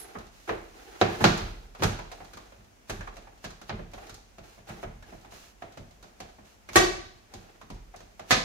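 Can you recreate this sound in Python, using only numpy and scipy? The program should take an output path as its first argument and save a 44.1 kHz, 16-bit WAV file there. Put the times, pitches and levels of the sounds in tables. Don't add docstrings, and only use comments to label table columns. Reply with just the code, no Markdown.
import sys
import numpy as np
from scipy import signal
from scipy.fft import rfft, irfft, next_fast_len
from scipy.io import wavfile
from scipy.ndimage import map_coordinates

SR = 44100
rng = np.random.default_rng(int(sys.argv[2]) if len(sys.argv) > 2 else 0)


def to_wav(sig):
    pcm = np.clip(np.atleast_2d(sig), -1, 1) * 32767
    pcm = np.round(pcm).astype(np.int16)
    wavfile.write(sys.argv[1], SR, pcm.T)


N = 372204
T = np.arange(SR) / SR

# (time [s], blow level [dB], boom, thud, body, click, fizz weights [dB],
# crack relative to the blow [dB], favoured resonance [Hz], push of the palm [dB])
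KNOCKS = [(0.4927, -16.5, -18, -19.5, -0.5, -22.5, -41, -4, 453, -43),
          (1.0138, -8.5, -28, -11, 1, -13.5, -33.5, 6.5, 730, -43),
          (1.209, -20, -11, 0, -8, -47, -30, -20, 390, -34),
          (1.2416, -4, -52, -8, -4, -8, -26.5, -16, 1440, -29),
          (1.797, -35.5, -12, 6, 2, -9, -32, -20, 221, -38),
          (1.823, -16.5, -17, -7.5, 4, -11, -23, -18, 1300, -37),
          (1.835, -14.5, -5, -6.5, -17, -8, -14.5, 8.5, 1400, -36),
          (2.897, -23.5, -5, -12, -4, -9.5, -14, -3, 1700, -36.5),
          (3.443, -29, -11, -8.5, -4.5, -6, -17, -10, 1600, -55),
          (3.695, -23, -21, -10.5, -9, -14, -39, 6.5, 710, -42),
          (4.69, -31.5, -13, -7, -16, -16, -18, -18, 660, -39),
          (4.83, -27.5, -9, -16, -3.5, -20.5, -25, -22, 660, -37.5)]
# (time [s], blow level [dB], boom, thud, body, click, fizz weights [dB],
# favoured resonance [Hz], left minus right [dB], chatter rate [Hz], chatter's share of the power [0-1])
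SNAPS = [(6.7577, -9.5, -18, -12.5, -3, -4, -10.5, 1150, 0.5, 378.3, 0.77),
         (8.3079, -13, -28, -8, -8.5, -1.5, -14, 4020, -0.5, 251.7, 0.87)]
# (time [s], tap level [dB], weight behind it [dB], hardness [dB],
# favoured resonance [Hz])
TAPS = [(0.153, -28, -9.5, -36, 1250), (0.186, -35.5, -20, -7, 1050), (1.376, -31, -6, 1, 1136),
        (1.749, -34.5, -39, -11.5, 1290), (1.99, -26.5, -23, -15, 957), (2.116, -29, -29, -9.5, 690),
        (2.203, -32.5, -16, -24, 780), (2.334, -36.5, -11, -3.5, 1460), (2.372, -33.5, -20, -7.5, 1160),
        (2.522, -39.5, -21, -16, 545), (3.008, -28.5, -20, -14.5, 1670), (3.074, -29, -38, -18, 1100),
        (3.168, -33, -21, -8, 653), (3.271, -39, -21, -22, 804), (3.505, -39, -24, -2.5, 1080),
        (3.615, -37, -7, -4, 1370), (3.792, -33.5, -1, -24, 564), (3.935, -31.5, -14, -9.5, 554),
        (3.979, -34, -23, -19, 729), (4.095, -36, -8, -1, 1360), (4.143, -53.5, -23, 17.5, 670),
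        (4.383, -36.5, -6, -10.5, 640), (4.578, -42.5, -5, -22, 675), (5.025, -39.5, -25, -8, 1660),
        (5.124, -36.5, -3.5, -29, 665), (5.247, -37.5, -15, -17, 805), (5.32, -37.5, -12, -12, 705),
        (5.622, -28, -18.5, -18.5, 710), (5.773, -33, -1.5, -9.5, 596), (6.027, -41.5, -9, -1.5, 1370),
        (6.042, -41.5, -24, -12, 606), (6.203, -28.5, -14, -6.5, 725), (6.385, -42, -6, -22, 780),
        (6.689, -29.5, -15, -8, 2240), (6.732, -36.5, -9.5, 4, 1120), (7.338, -35, -1, -1, 790),
        (7.614, -36, -10.5, -11, 1134), (7.702, -33.5, 0, -7, 940), (7.94, -34, -25, -22, 707),
        (7.961, -46.5, -4, 6.5, 654), (8.005, -39.5, -14, -7, 670), (8.195, -29.5, -18, -12, 695)]
# (frequency [Hz], density [dB per Hz])
HISS = [(880, -5), (1500, -4.5), (2110, -7), (2780, -4.5), (3120, -8.5), (6690, -8), (7670, -15),
        (12400, -17), (15500, -20)]


def knocks():
    # (frequency [Hz], density [dB per Hz])
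    crack_spectrum = [(800, -23), (2500, -52), (3800, 13.5), (4800, 1), (6500, -4), (9000, -63),
                      (15000, -51)]
    bounce_s, bounce_db, crack_t60_s = 0.0068, -10, 0.021
    out = np.zeros((2, N))
    for s, db, boom_db, thud_db, body_db, click_db, fizz_db, crack_db, ring_hz, _ in KNOCKS:
        blow = contact(rise=0.00034 * amp(-0.7 * db), damping=0.96, edge_db=-7.5, room_db=2.0)
        bounce = contact(rise=0.0001, damping=1.7, edge_db=-23.5, room_db=3.5)[:, :SR // 2]
        add(blow, bounce_s, amp(bounce_db) * bounce)
        clack = frame(blow, boom_db, thud_db, body_db, click_db, fizz_db, ring_hz, ring_db=5.0)
        crack = amp(db + crack_db - 18.5 - 60 * T / crack_t60_s) * noise(SR, crack_spectrum)
        add(out, *lead_in(s, 0.32 * db - 15.5))
        add(out, s, amp(db + 35.5) * clack)
        add(out, s, crack)
        add(out, s, amp(db - 9.0) * panel(boom_db, thud_db, body_db, rise=0.0093))
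    return placed(out, pan_db=-0.1)


def snaps():
    # (centre [Hz], width [Hz], gain [dB])
    catch = [(340.4, 35, 6.5), (585, 41, 6.5), (686, 100, 5), (758, 68, -2), (1160, 46, 5.5),
             (1875, 870, 8), (6400, 760, -1), (12300, 3600, -5.5)]
    slip_count, jitter, skid_s = 12, 0.008, 0.012
    out = np.zeros((2, N))
    for (s, db, boom_db, thud_db, body_db, click_db, fizz_db,
         ring_hz, pan_db, chatter_hz, share) in SNAPS:

        def catch_colour(x):
            coloured_blow = frame(x, boom_db, thud_db, body_db, click_db, fizz_db,
                                  ring_hz, ring_db=1, parts=catch)
            return placed(amp(db + 41.5) * coloured_blow, pan_db)

        periods = np.arange(slip_count) + jitter * rng.standard_normal(slip_count)
        delays = np.maximum(periods, 0) / chatter_hz
        force = np.exp(-(delays / skid_s) ** 4)
        slip = catch_colour(contact(rise=0.00019, damping=0.44, edge_db=-8.5, room_db=0.5))
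        plain = catch_colour(contact(rise=0.00086, damping=1.0, edge_db=-13.0, room_db=4.5))
        add(out, *lead_in(s, db))
        for delay, size in zip(delays, force / np.linalg.norm(force)):
            add(out, s + delay, np.sqrt(share) * size * slip)
        add(out, s, np.sqrt(1 - share) * plain)
        add(out, s, amp(db - 4.0) * panel(boom_db, thud_db - 8, body_db, rise=0.0091))
    return out


def taps():
    rattle_delays_s, rattle_db, rattle_spread_db = (0.04, 0.14), -16.5, 3
    out = np.zeros((2, N))
    delays, sizes = rng.random(len(TAPS)), rng.standard_normal(len(TAPS))
    for (s, db, weight_db, hard_db, ring_hz), delay, size in zip(TAPS, delays, sizes):
        add(out, *lead_in(s, db - 5.5))
        add(out, s, tap(db, weight_db, hard_db, ring_hz))
        tick_db = db + rattle_db + rattle_spread_db * size
        rattle = tap(tick_db, weight_db=-19.5, hard_db=-2, ring_hz=690)
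        add(out, s + np.interp(delay, [0, 1], rattle_delays_s), rattle)
    return out


def tap(db, weight_db, hard_db, ring_hz):
    fizz_db = hard_db - 10
    blow = contact(rise=0.00015 * amp(-0.55 * fizz_db), damping=0.91, edge_db=-12, room_db=0.5)
    ticking = frame(blow, weight_db - 2.5, weight_db + 5.5, weight_db * 0.28,
                    hard_db, fizz_db, ring_hz, ring_db=8.5)
    return amp(db + 33.5) * ticking


def lead_in(s, db):
    swell_s, level_db = 0.014, -26
    t = T[:SR // 16]
    swell = np.exp((t - t[-1]) / swell_s)
    return s - t[-1], amp(db + level_db) * swell * noise(len(t), HISS)


def contact(rise, damping, edge_db, room_db):
    # (frequency [Hz], t60 [s])
    plastic = [(200, 0.31), (1000, 0.078), (4000, 0.12), (12000, 0.028)]
    # (frequency [Hz], t60 [s])
    reverberation = [(50, 0.78), (170, 0.19), (400, 0.54), (1500, 0.54), (4300, 0.65), (7000, 0.51),
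                     (13000, 0.36)]
    # (frequency [Hz], gain [dB])
    wet = [(100, -3), (400, -4), (1500, -4), (5000, -3), (12000, -5.5)]
    direct = dying(SR // 4, [(hz, t60 / damping) for hz, t60 in plastic])
    direct *= 1 - np.exp(-T[:SR // 4] / rise)
    direct /= np.linalg.norm(direct[0])
    direct[0, 4] += amp(edge_db)
    direct[1, 0] += amp(edge_db)
    tail = filtered(dying(SR * 3 // 4, reverberation), lambda hz: amp(room_db + along(wet, hz)))
    tail *= 1 - np.exp(-T[:tail.shape[1]] / (rise + 0.0058))
    tail[:, :SR // 4] += direct
    return tail


def frame(x, boom_db, thud_db, body_db, click_db, fizz_db, ring_hz, ring_db, parts=()):
    registers = [50, 190, 370, 700, 2000, 4500, 10000]
    # (frequency [Hz], density [dB per Hz])
    clack_spectrum = [(25, -22.5), (60, -5.5), (170, 2.5), (270, -2.5), (450, -6), (950, -9), (2000, -15),
                      (3000, -13.5), (5000, -12.5), (7000, -13), (8500, -13.5), (12000, -12.5),
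                      (15500, -21)]
    # (centre [Hz], width [Hz], gain [dB])
    frame_resonances = [(359.6, 25, 6.5), (431, 15, 1), (610, 80, 2), (690, 270, 2), (1240, 200, 1.5),
                        (1457, 330, 0.5), (1680, 100, 3), (2410, 440, 2.5), (4070, 1030, 3),
                        (6430, 1500, 7)]
    weights = list(zip(registers, [boom_db, thud_db, body_db, 0, 0, click_db, fizz_db]))
    resonances = list(frame_resonances) + list(parts) + [(ring_hz, ring_hz * 0.24, ring_db)]
    return coloured(x, lambda hz: along(clack_spectrum, hz) + along(weights, hz) + bumps(resonances, hz))


def panel(boom_db, thud_db, body_db, rise):
    # (frequency [Hz], relative level [dB], t60 [s])
    modes = [(35.9, -3.5, 1), (50.1, -5, 1), (64.9, -5, 0.56), (97.4, 6, 0.35), (123, -2, 0.35),
             (139.3, -3, 0.41), (170.9, -1, 0.43), (205.5, 2, 0.28), (223.8, -6.5, 0.37),
             (337.8, -16, 0.58), (393, -7, 0.2), (447.7, -17, 0.43)]
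    weights = [(50, boom_db), (130, thud_db), (230, thud_db), (330, body_db)]
    chance = rng.standard_normal((len(modes), 2))
    ring = np.zeros(SR)
    for k, ((hz, db, t60), (size, detune)) in enumerate(zip(modes, chance)):
        decay = amp(db + along(weights, hz) + 2 * size - 60 * T / t60)
        sign = (-1) ** k
        ring += sign * decay * np.sin(2 * np.pi * hz * (1 + 0.012 * detune) * T)
    return ring * (1 - np.exp(-T / rise))


def flexes():
    # (time [s], boom level [dB], thud relative to it [dB])
    palm_flexes = [(1.417, -25.5, -8.5), (2.579, -51.5, 1), (2.988, -30.5, -10), (3.727, -30.5, 0),
                   (7.717, -30.5, -28)]
    finger_lag_s, finger_push_db, growth, finger_thud_db = 0.01264, -4, 0.78, -5
    palms = [(s, db, 0) for s, db in pushes()]
    fingers = [(s + finger_lag_s, db + finger_push_db + growth * weight_db, finger_thud_db)
               for s, db, weight_db, *_ in TAPS]
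    out = np.zeros((2, N))
    for s, db, thud_db in list(palm_flexes) + palms + fingers:
        add(out, s, amp(db - 9) * panel(0, thud_db, thud_db + 5.5, rise=0.0025))
    return out


def pushes():
    lag_s, snap_push_db = 0.027, -21.5
    behind_knocks = [(s + lag_s, push_db) for s, *_, push_db in KNOCKS]
    behind_snaps = [(s + lag_s, db + snap_push_db) for s, db, *_ in SNAPS]
    return behind_knocks + behind_snaps


def slides():
    # (time [s], length [s], rub level [dB], hiss level [dB])
    long_strokes = [(0, 0.32, -50.5, -57.5), (0.314, 0.57, -80, -57.5), (0.476, 0.1, -40, -56),
                    (0.738, 1, -50.5, -55), (1.08, 0.46, -44, -49), (1.204, 0.12, -35.5, -41),
                    (2.1, 0.56, -63, -61), (3.94, 0.26, -51, -57), (4.433, 0.21, -59, -58),
                    (4.67, 0.17, -48, -55), (5.06, 0.25, -58, -60.5), (5.307, .23, -77, -51.5),
                    (6.447, 0.13, -64, -60), (7.3, 0.35, -57, -64.5)]
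    # (frequency [Hz], density [dB per Hz])
    rub_spectrum = [(88, -43), (150, -37), (315, 0), (450, 3.5), (569, -9), (791, 3), (972, -12.5),
                    (1390, -6), (4000, -20.5), (5200, -52), (8800, -120)]
    # (centre [Hz], width [Hz], gain [dB])
    singing = [(2650, 140, 0), (4100, 190, 4.5)]
    slip_s, slip_rub_db, slip_hiss_db, growth = 0.15, -38, -68, 0.68
    slips = [(s, slip_s, slip_rub_db + growth * db, slip_hiss_db + growth * db)
             for s, db, *_ in list(KNOCKS) + list(TAPS)]
    power = np.zeros((2, N))
    for s, length, rub_db, hiss_db in list(long_strokes) + slips:
        speed = np.maximum(np.sin(np.pi * np.minimum(T / length, 1) ** 0.48), 0) ** 0.55
        add(power, s, (amp([[rub_db], [hiss_db]]) * speed) ** 2)
    rub_level, hiss_level = np.sqrt(power)
    grip = wobble(70)
    rub = unit(amp(2.9 * grip) * noise(N, rub_spectrum))
    flicker = amp(0.61 * grip + 1.05 * wobble(600))
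    hiss = unit(filtered(flicker * noise(N, HISS), lambda hz: amp(bumps(singing, hz))))
    return rub_level * rub + hiss_level * hiss


def ping():
    ring = noise(SR, [(9800, -19.5), (10450, -33), (10630, 4.5), (10900, -22), (11600, -24),
                      (12600, -20), (12950, -5), (13400, -28), (15000, -44)])
    out = np.zeros((2, N))
    add(out, 0, ring * amp(-42.0 - 60 * T / 0.26))
    return out


def sway():
    # (frequency [Hz], density [dB per Hz])
    rumble = [(15, -32), (25, -12), (36, 0), (50, -4), (70, -0.5), (100, 2.5), (160, -10.5), (250, -7.5),
              (500, -72)]
    peak_s, sway_db, rest_db = 0.12, -22, -68
    swell = T / peak_s * np.exp(1 - T / peak_s)
    power = np.full((1, N), amp(rest_db) ** 2)
    for s, db in pushes():
        add(power, s, (amp(db + sway_db) * swell) ** 2)
    return np.sqrt(power) * noise(N, rumble)


def air():
    # (frequency [Hz], density [dB per Hz])
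    air_spectrum = [(15, -27), (25, -15.5), (50, 15), (100, -12), (160, -11.5), (210, 0.5), (300, -5),
                    (700, -3), (1100, -8.5), (2500, -11.5), (4000, -17.5), (6300, -14.5), (8500, -22.5),
                    (15500, -26.5)]
    return amp(-59) * noise(N, air_spectrum)


def noise(size, spectrum=None):
    # (frequency [Hz], correlation [-1 to 1])
    alike = [(120, 0.62), (260, 0.79), (500, -0.082), (1200, -0.22), (4000, 0.022), (12000, -0.013)]

    def mid_side_gain(hz):
        angle = np.arccos(np.clip(along(alike, hz), -1, 1)) / 2
        colour = 1 if spectrum is None else amp(along(spectrum, hz))
        return colour * np.array([np.cos(angle), np.sin(angle)])

    mid, side = filtered(rng.standard_normal((2, size)), mid_side_gain)
    return unit(np.array([mid + side, mid - side]))


def dying(size, t60s):
    hz, t, z = signal.stft(noise(size), SR, nperseg=128)
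    t60 = along(t60s, hz)[:, None]
    faded = z * amp(-60 * t / t60) / np.sqrt(t60)
    tail = signal.istft(faded, SR, nperseg=128)[1][:, :size]
    return tail / np.linalg.norm(tail[0])


def coloured(x, level, size=4096):
    cepstrum = irfft(np.log(amp(level(np.fft.rfftfreq(size, 1 / SR)))))
    cepstrum[1:size // 2] *= 2
    cepstrum[size // 2 + 1:] = 0
    response = irfft(np.exp(rfft(cepstrum)))
    return signal.fftconvolve(x, response[None], axes=1)[:, :x.shape[-1]]


def filtered(x, gain):
    size = next_fast_len(x.shape[-1] + 8192)
    spectrum = rfft(x, size) * gain(np.fft.rfftfreq(size, 1 / SR))
    return irfft(spectrum, size)[..., :x.shape[-1]]


def bumps(resonances, hz):
    return sum(db / (1 + (2 * (hz - centre) / width) ** 2) for centre, width, db in resonances)


def along(points, hz):
    f, v = np.transpose(points)
    return np.interp(np.log(hz + 1), np.log(f + 1), v)


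def wobble(rate):
    knots = rng.standard_normal(int(N * rate / SR) + 4)
    return map_coordinates(knots, [np.arange(N) * rate / SR])


def placed(x, pan_db):
    return x * amp([[pan_db / 2], [-pan_db / 2]])


def add(track, s, sound):
    start = round(s * SR)
    track[:, start:start + sound.shape[-1]] += sound[..., :N - start]


def amp(db):
    return 10 ** (np.asarray(db) / 20)


def unit(x):
    return x / np.sqrt(np.mean(x ** 2) + 1e-20)


def scene():
    door = knocks() + snaps() + taps() + flexes() + slides() + ping() + sway()
    return placed(door, pan_db=-1.4) + air()


def record(dry):
    cutoff_hz = 15600
    rounded = dry / (1 + dry ** 6) ** (1 / 6)
    return filtered(rounded, lambda hz: 1 / np.sqrt(1 + (hz / cutoff_hz) ** 160))


dry = scene()
out = record(dry)
to_wav(out)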